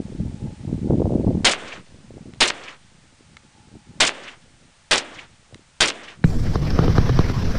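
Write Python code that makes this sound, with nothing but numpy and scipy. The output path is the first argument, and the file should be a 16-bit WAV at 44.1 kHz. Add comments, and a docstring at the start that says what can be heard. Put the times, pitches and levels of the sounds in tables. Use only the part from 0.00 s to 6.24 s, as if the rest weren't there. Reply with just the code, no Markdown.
"""Wind buffets a small microphone over a steady hiss; then a rifle fires five single shots in open desert.
Wind is a crowd of random pressure swings plus strong placed ones; hiss and a faint whine are shaped noise.
Each shot is a spike of suction, then noise that swells and dies: blast returns from the ground, a car and
a low hill, and the clatter of the action. Rounded swings are bullets slapping the berm; short swings that
ring are spent cases ticking on gravel. The capsule stage bends and rounds loud sound and cuts the top."""
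import sys
import numpy as np
from scipy import signal
from scipy.fft import rfft, irfft
from scipy.io import wavfile

SR = 44100
rng = np.random.default_rng(int(sys.argv[2]) if len(sys.argv) > 2 else 0)


def wav_record(signal):
    """Record a signal, one row per channel, as 16-bit PCM in the file named by sys.argv[1]."""
    frames = np.transpose(np.atleast_2d(signal))
    bounded = np.clip(frames, -1, 1)
    # unit amplitude maps onto the largest positive 16-bit level
    quanta = np.round(bounded * 32767).astype(np.int16)
    wavfile.write(sys.argv[1], SR, quanta)


N = 275184


def from_db(db):
    """Turns a level in dB into a plain multiplier."""
    return 10 ** (np.asarray(db) / 20)


def rms_one(x):
    """Scales x so that its average strength (rms) is 1."""
    return x / np.sqrt(np.mean(x ** 2) + 1e-20)


def noise(length=N):
    """Plain white noise: every sample is an independent random number."""
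    return rng.standard_normal(length)


def in_time(rows):
    """Draws straight lines between the rows of a curve, giving a value for every sample."""
    seconds, *columns = np.transpose(rows)
    return [np.interp(np.arange(N) / SR, seconds, column) for column in columns]


def band(x, hz, octaves):
    """Keeps a band of pitches around hz, with gentle edges."""
    edges = np.clip(hz * 2.0 ** (np.array([-.5, .5]) * octaves), 15, 18000)
    return signal.sosfilt(signal.butter(3, edges, "band", fs=SR, output="sos"), x)


def coloured(x, spectrum):
    """Weights each frequency of x by a drawn curve, then sets the rms to 1."""
    hz, db = np.transpose(spectrum)
    grid_hz = np.maximum(np.arange(N // 2 + 1) * SR / N, 1)
    gain = from_db(np.interp(np.log(grid_hz), np.log(hz), db))
    return rms_one(irfft(rfft(x) * gain, N))


def lumps(cutoff_hz):
    """Slow random wandering: low-passed noise with rms 1."""
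    low_pass = signal.butter(2, cutoff_hz, fs=SR, output="sos")
    return rms_one(signal.sosfilt(low_pass, noise(N + SR))[SR:])  # drop the first second, while it settles


def add(out, s, sound):
    """Mixes sound into out, starting at s seconds."""
    i = round(s * SR)
    out[i:i + len(sound)] += sound[:N - i]


EDDY_CENTRE_S = 12 / 1000


def eddy(hz, cycles):
    """A smooth dip and rise in pressure, peak 1, with its middle 12 ms after its start."""
    t = np.arange(-SR * 12 // 1000, SR * 12 // 1000 + 1) / SR
    swing = np.sin(2 * np.pi * hz * t) * np.exp(-(t * hz / cycles) ** 2)
    return swing / np.abs(swing).max()


# How strong and how sharp the wind is: (time [s], level [dB], sharpness [dB])
WIND_CURVE = [(0, -17, -21), (.09, -30.5, -17.5), (.21, -16.5, -26), (.38, -29, -18), (.43, -20.5, -21.5),
              (.57, -29, -22.5), (.72, -14.5, -19), (.81, -22.5, -24.5), (.91, -11.5, -14),
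              (1.2, -13.5, -14), (1.41, -9, -22), (1.5, -43.5, 8), (1.93, -40.5, -11.5),
              (2.3, -33.5, -16.5), (2.55, -50.5, -17), (3.7, -46, -15.5), (3.755, -30, -18),
              (3.8, -39.5, -35), (3.98, -42, -10), (4.15, -55, -12), (4.47, -44, -17.5), (4.66, -44, -15),
              (4.75, -70, 3), (4.85, -48, -17), (5.06, -53, -13), (5.33, -47.5, -16), (5.47, -63, 0.5),
              (5.52, -40.5, -14), (5.77, -60, -12), (6.0, -61.5, -1), (6.24, -36.5, -20.5)]
# Eddy sizes, large to small: (centre frequency [Hz], level [dB], share of the sharpness it follows [ratio])
SIZES = [(48.2, -23.5, 0.015), (99, -14.5, 0.035), (169, -12, 0.0073), (240, -14, 0.16), (407, -8.5, 0.86),
         (583, -11.5, 1.054)]
EDDIES_PER_S, EDDY_SPREAD_DB = 450, 3.5
LUMPS_HZ, LEVEL_LUMPS_DB, SHARP_LUMPS_DB = 13.8, 2.5, 1.5  # both curves also wander at random


def wind_eddies():
    """Eddies of every size cross the port at random; sharpness chiefly changes the level of small ones."""
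    level_db, sharp_db = in_time(WIND_CURVE)
    level_db = level_db + LEVEL_LUMPS_DB * lumps(LUMPS_HZ)
    sharp_db = sharp_db + SHARP_LUMPS_DB * lumps(LUMPS_HZ)
    # Many weak hits and a few strong ones, pushing or pulling at random
    strength = from_db(EDDY_SPREAD_DB * np.minimum(rng.exponential(1, N), 4))
    strength = strength * rng.choice([-1, 1], N)
    hits = strength * (rng.random(N) < EDDIES_PER_S / SR)
    size_of_hit = rng.integers(0, len(SIZES), N)
    out = np.zeros(N)
    for k, (hz, db, share) in enumerate(SIZES):
        whirls = signal.fftconvolve(hits * (size_of_hit == k), eddy(hz, cycles=0.51), "same")
        out += from_db(level_db + db + share * sharp_db) * rms_one(whirls)
    return out


def rumble():
    """A very quiet, steady band of low noise beneath the wind."""
    return from_db(-62) * rms_one(band(noise(), hz=45, octaves=3.65))


# Colour of the preamplifier hiss: (frequency [Hz], relative level [dB])
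HISS_COLOUR = [(290, -46.5), (500, -4), (779, -3.5), (873, -4), (1360, -2.5), (2060, -3), (6530, -8),
               (7600, -8.5), (10300, -10.5), (13400, -29), (22000, -120)]
# Slow change of the hiss, added to its base level: (time [s], level [dB])
HISS_CHANGE = [(0, 4.5), (1.4, 4.5), (1.9, 2.2), (3.0, 1.5), (6.24, 1.3)]
HISS_BASE_DB = -59


def preamp_hiss():
    """The preamplifier's hiss: coloured noise whose level drifts slowly."""
    level_db = HISS_BASE_DB + in_time(HISS_CHANGE)[0]
    return from_db(level_db) * coloured(noise(), HISS_COLOUR)


# Level of the faint whine: (time [s], level [dB])
WHINE_CURVE = [(0, -61), (.8, -59), (1.8, -75), (3.2, -75), (3.45, -67), (3.95, -65), (4.4, -75),
               (6.24, -77)]
WHINE_HZ, WHINE_WIDTH_HZ, WHINE_WAVER_DB = 855, 90, 3


def faint_whine():
    """A narrow band of noise sounds like an unsteady pitch; its level also wavers."""
    octaves = WHINE_WIDTH_HZ / WHINE_HZ * 1.5  # about 1.5 octaves per unit of relative width
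    level_db = in_time(WHINE_CURVE)[0] + WHINE_WAVER_DB * lumps(6)
    return from_db(level_db) * rms_one(band(noise(), WHINE_HZ, octaves))


# The strongest eddies, one by one: (time [s], peak level [dB], centre frequency [Hz])
STRONG_EDDIES = [(0.1254, -26, 325), (0.1986, -24.5, 209), (0.422, -28, 263), (0.699, -24, 215),
                 (0.7303, -19, 292), (0.847, -17, 264), (0.873, -18, 287), (0.9077, -6.5, 354),
                 (0.955, -12.5, 258), (0.9849, -11.5, 226), (1.0056, -9.5, 320), (1.0201, -8.5, 388),
                 (1.0569, -14, 494), (1.0787, -13, 215), (1.1072, -14, 397), (1.123, -14.5, 400),
                 (1.156, -7.5, 260), (1.1985, -11, 306), (1.246, -17, 300), (1.2888, -12, 240),
                 (1.313, -15.5, 355), (1.3534, -15, 278), (1.38, -13.5, 207), (2.1076, -31, 414),
                 (2.1412, -35, 322), (2.171, -28.5, 304), (2.1807, -33, 480), (2.2591, -31.5, 258),
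                 (2.294, -32.5, 272), (3.2087, -41.5, 308), (3.7571, -33, 258), (3.9403, -43, 270),
                 (5.5263, -37.5, 450), (5.5576, -36, 305), (5.5949, -42.5, 290)]


def strong_eddies():
    """Each strong eddy is one dip and rise in pressure at the port."""
    out = np.zeros(N)
    for s, db, hz in STRONG_EDDIES:
        add(out, s - EDDY_CENTRE_S, from_db(db) * eddy(hz, cycles=0.47))
    return out


def crack():
    """The muzzle front: one very short, bell-shaped spike of suction at the capsule."""
    width_s = .00004
    return -np.exp(-.5 * (np.arange(16) / SR / width_s - 4) ** 2)


RETURN_T = np.arange(SR * 6 // 10) / SR  # time after a shot [s]


def returns(rows, rough_db):
    """Countless small reflections: noise in a band that swells, dies and arrives in clumps."""
    length = len(RETURN_T)
    out = np.zeros(length)
    for delay, db, rise, t60, hz, octaves in rows:
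        since = np.maximum(RETURN_T - delay, 0)
        shape = (1 - np.exp(-since / rise)) * from_db(-60 * since / t60)
        clumps = from_db(rough_db * rms_one(band(noise(length), 76.5, 4.82)))
        grains = rms_one(band(noise(length), hz, octaves))
        out += from_db(db) * shape * rms_one(clumps) * grains
    return out


# Near returns of the blast; t60 is the time to fall by 60 dB:
# (delay [s], level [dB], rise time [s], t60 [s], centre frequency [Hz], width [octaves])
NEAR_RETURNS = [(0.00014, -11, 0.00021, 0.052, 4700, 1.7), (0.0012, -10, 0.0033, 0.16, 1690, 2.97),
                (0.0015, -32.5, 0.00082, 0.23, 4550, 0.33), (0.004, -16, 0.0048, 0.05, 2400, 1.04),
                (0.015, -7.5, 0.0055, 0.093, 2620, 1.21), (0.0078, -21.5, 0.0087, 0.33, 427, 1.98),
                (0.032, -21.5, 0.0024, 0.24, 1850, 1.86), (0.0014, -35, 0.003, 0.055, 78, 2.55),
                (0.074, -30, 0.011, 0.18, 2160, 1.4), (0.009, -19, 0.0055, 0.16, 9800, 1.9)]


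def blast():
    """Near reflections of the blast, held down for a short lull after the crack."""
    lull_s, lull_db = .0026, -11
    return from_db(lull_db * (RETURN_T < lull_s)) * returns(NEAR_RETURNS, rough_db=3.0)


# The action cycling:
# (delay [s], level [dB], rise time [s], t60 [s], centre frequency [Hz], width [octaves])
ACTION_CLATTER = [(0.0475, -11, 0.001, 0.026, 6200, 0.58), (0.0636, -9.5, 0.0044, 0.036, 6300, 1.06),
                  (0.069, -10.5, 0.0024, 0.066, 3880, 1.86), (0.058, -21, 0.0036, 0.11, 3240, 0.91)]


def action(pace):
    """The rifle's action clatters in bursts of noise; a higher pace brings them sooner."""
    paced = [(delay / pace, *rest) for delay, *rest in ACTION_CLATTER]
    return returns(paced, rough_db=2.5)


# Returns from scrub and hillside; the last row is the last ridge:
# (delay [s], level [dB], rise time [s], t60 [s], centre frequency [Hz], width [octaves])
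HILL_RETURNS = [(.10, -40, 0.033, 1.45, 1480, 1.3), (.10, -37, 0.053, 0.88, 392, 1.84),
                (.13, -51.5, 0.0062, 0.61, 6400, 1), (.20, -38, 0.04, 0.71, 1800, 1.93),
                (.12, -42.5, 0.028, 0.64, 2950, 0.64), (.228, -36, 0.0094, 0.083, 3970, 1.5),
                (.272, -26.5, 0.0076, 0.078, 2350, 0.9), (.15, -54, 0.059, 0.85, 4440, 1.5),
                (.275, -46.5, 0.0065, 0.19, 5230, 0.95), (.31, -42, 0.018, 0.18, 1070, 0.82),
                (.41, -53.5, 0.012, 0.16, 2520, 1.6)]
HORIZON_S, HORIZON_FADE_S = 0.329, 0.076


def hillside():
    """Far echoes fade out where the hillside ends; only the last ridge is left to sound after that."""
    fade = np.clip((HORIZON_S - RETURN_T) / HORIZON_FADE_S + 1, 0, 1) ** 2
    slope = fade * returns(HILL_RETURNS[:-1], rough_db=1.5)
    return slope + returns(HILL_RETURNS[-1:], rough_db=1.5)


# The five shots: (time [s], crack level [dB], blast level [dB], action level [dB],
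# far echo level [dB], pace of the action [ratio])
SHOT_LIST = [(1.4464, 0, 3, -4, 3, 0.99), (2.4043, -7, 1.7, -5, 0.8, 0.94),
             (4.002, -5.5, 2.34, -3, 0.8, 1.01), (4.9101, -5, 1.34, -6.5, -1, 1.02),
             (5.8045, -4.5, 1.7, -5.5, -0.7, 0.91)]


def rifle():
    """Every shot adds a muzzle crack, near returns, the action and the hillside."""
    out = np.zeros(N)
    for s, crack_db, blast_db, action_db, echo_db, pace in SHOT_LIST:
        add(out, s, from_db(crack_db) * crack())
        add(out, s, from_db(blast_db) * blast())
        add(out, s, from_db(action_db) * action(pace))
        add(out, s, from_db(echo_db) * hillside())
    return out


# Bullets slapping the berm: (time [s], peak level [dB], centre frequency [Hz])
BERM_SLAPS = [(1.5357, -7, 1810), (2.5025, -5.5, 3180), (2.5057, -6.5, 1660), (4.093, -6, 1830),
              (5.9022, -8.5, 3470), (5.9059, -12, 1990)]


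def slaps():
    """Each slap is one rounded swing, a rise in pressure and then a dip."""
    out = np.zeros(N)
    for s, db, hz in BERM_SLAPS:
        add(out, s - EDDY_CENTRE_S, -from_db(db) * eddy(hz, cycles=0.33))
    return out


def pulse(hz, cycles):
    """A short pressure swing that dies away, suction first, peak 1."""
    t = np.arange(round(6 * cycles / hz * SR)) / SR
    swing = -np.cos(2 * np.pi * hz * t) * np.exp(-t * hz / cycles) * np.minimum(t * hz * 8, 1)
    return swing / np.abs(swing).max()


# Spent cases ticking on gravel: (time [s], peak level [dB], centre frequency [Hz])
CASE_TICKS = [(2.3370, -31, 2300), (2.3470, -37, 3000), (3.3688, -27, 2030), (3.3711, -30, 2010),
              (5.5452, -25.5, 3000), (5.5462, -30, 2030), (5.5790, -42, 3020)]
# Ways in which a case rings: (frequency [Hz], level [dB], t60 [s])
CASE_MODES = [(700, -30, .012), (1400, -26, .008), (2200, -25, .008), (4200, -26, .004)]


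def cases():
    """Each tick is a short swing that sets the modes of the case ringing."""
    ticks = np.zeros(N)
    for s, db, hz in CASE_TICKS:
        add(ticks, s, from_db(db) * pulse(hz, cycles=.45))
    out = ticks.copy()
    for hz, db, t60 in CASE_MODES:
        r = from_db(-60 / (t60 * SR))  # what is left of the ringing after one sample
        w = 2 * np.pi * hz / SR  # turn per sample [radians]
        ringing = signal.lfilter([0, np.sin(w)], [1, -2 * r * np.cos(w), r * r], ticks)
        out += from_db(db) * ringing
    return out


def scene():
    """Adds up the wind, the steady floor, the rifle, the slaps and the cases."""
    wind = wind_eddies() + rumble() + strong_eddies()
    floor = preamp_hiss() + faint_whine()
    return (wind + floor + rifle() + slaps() + cases())[None]


LOPSIDED, CEILING = 0.62, .88  # share of square-law bend; level that rounded peaks approach
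COUPLING_HZ, CUTOFF_HZ = .45, 10500  # coupling capacitor; the top is 60 dB down from the cutoff


def record(dry):
    """The capsule stage bends loud sound to one side, so the zero line sags and creeps back."""
    bent = dry - LOPSIDED * np.clip(dry, -1, 1) ** 2
    rounded = CEILING * np.tanh(bent / CEILING)
    coupled = signal.lfilter(*signal.butter(1, COUPLING_HZ, "high", fs=SR), rounded)
    return signal.sosfilt(signal.cheby2(16, 60, CUTOFF_HZ, fs=SR, output="sos"), coupled)


dry = scene()
out = record(dry)
wav_record(out)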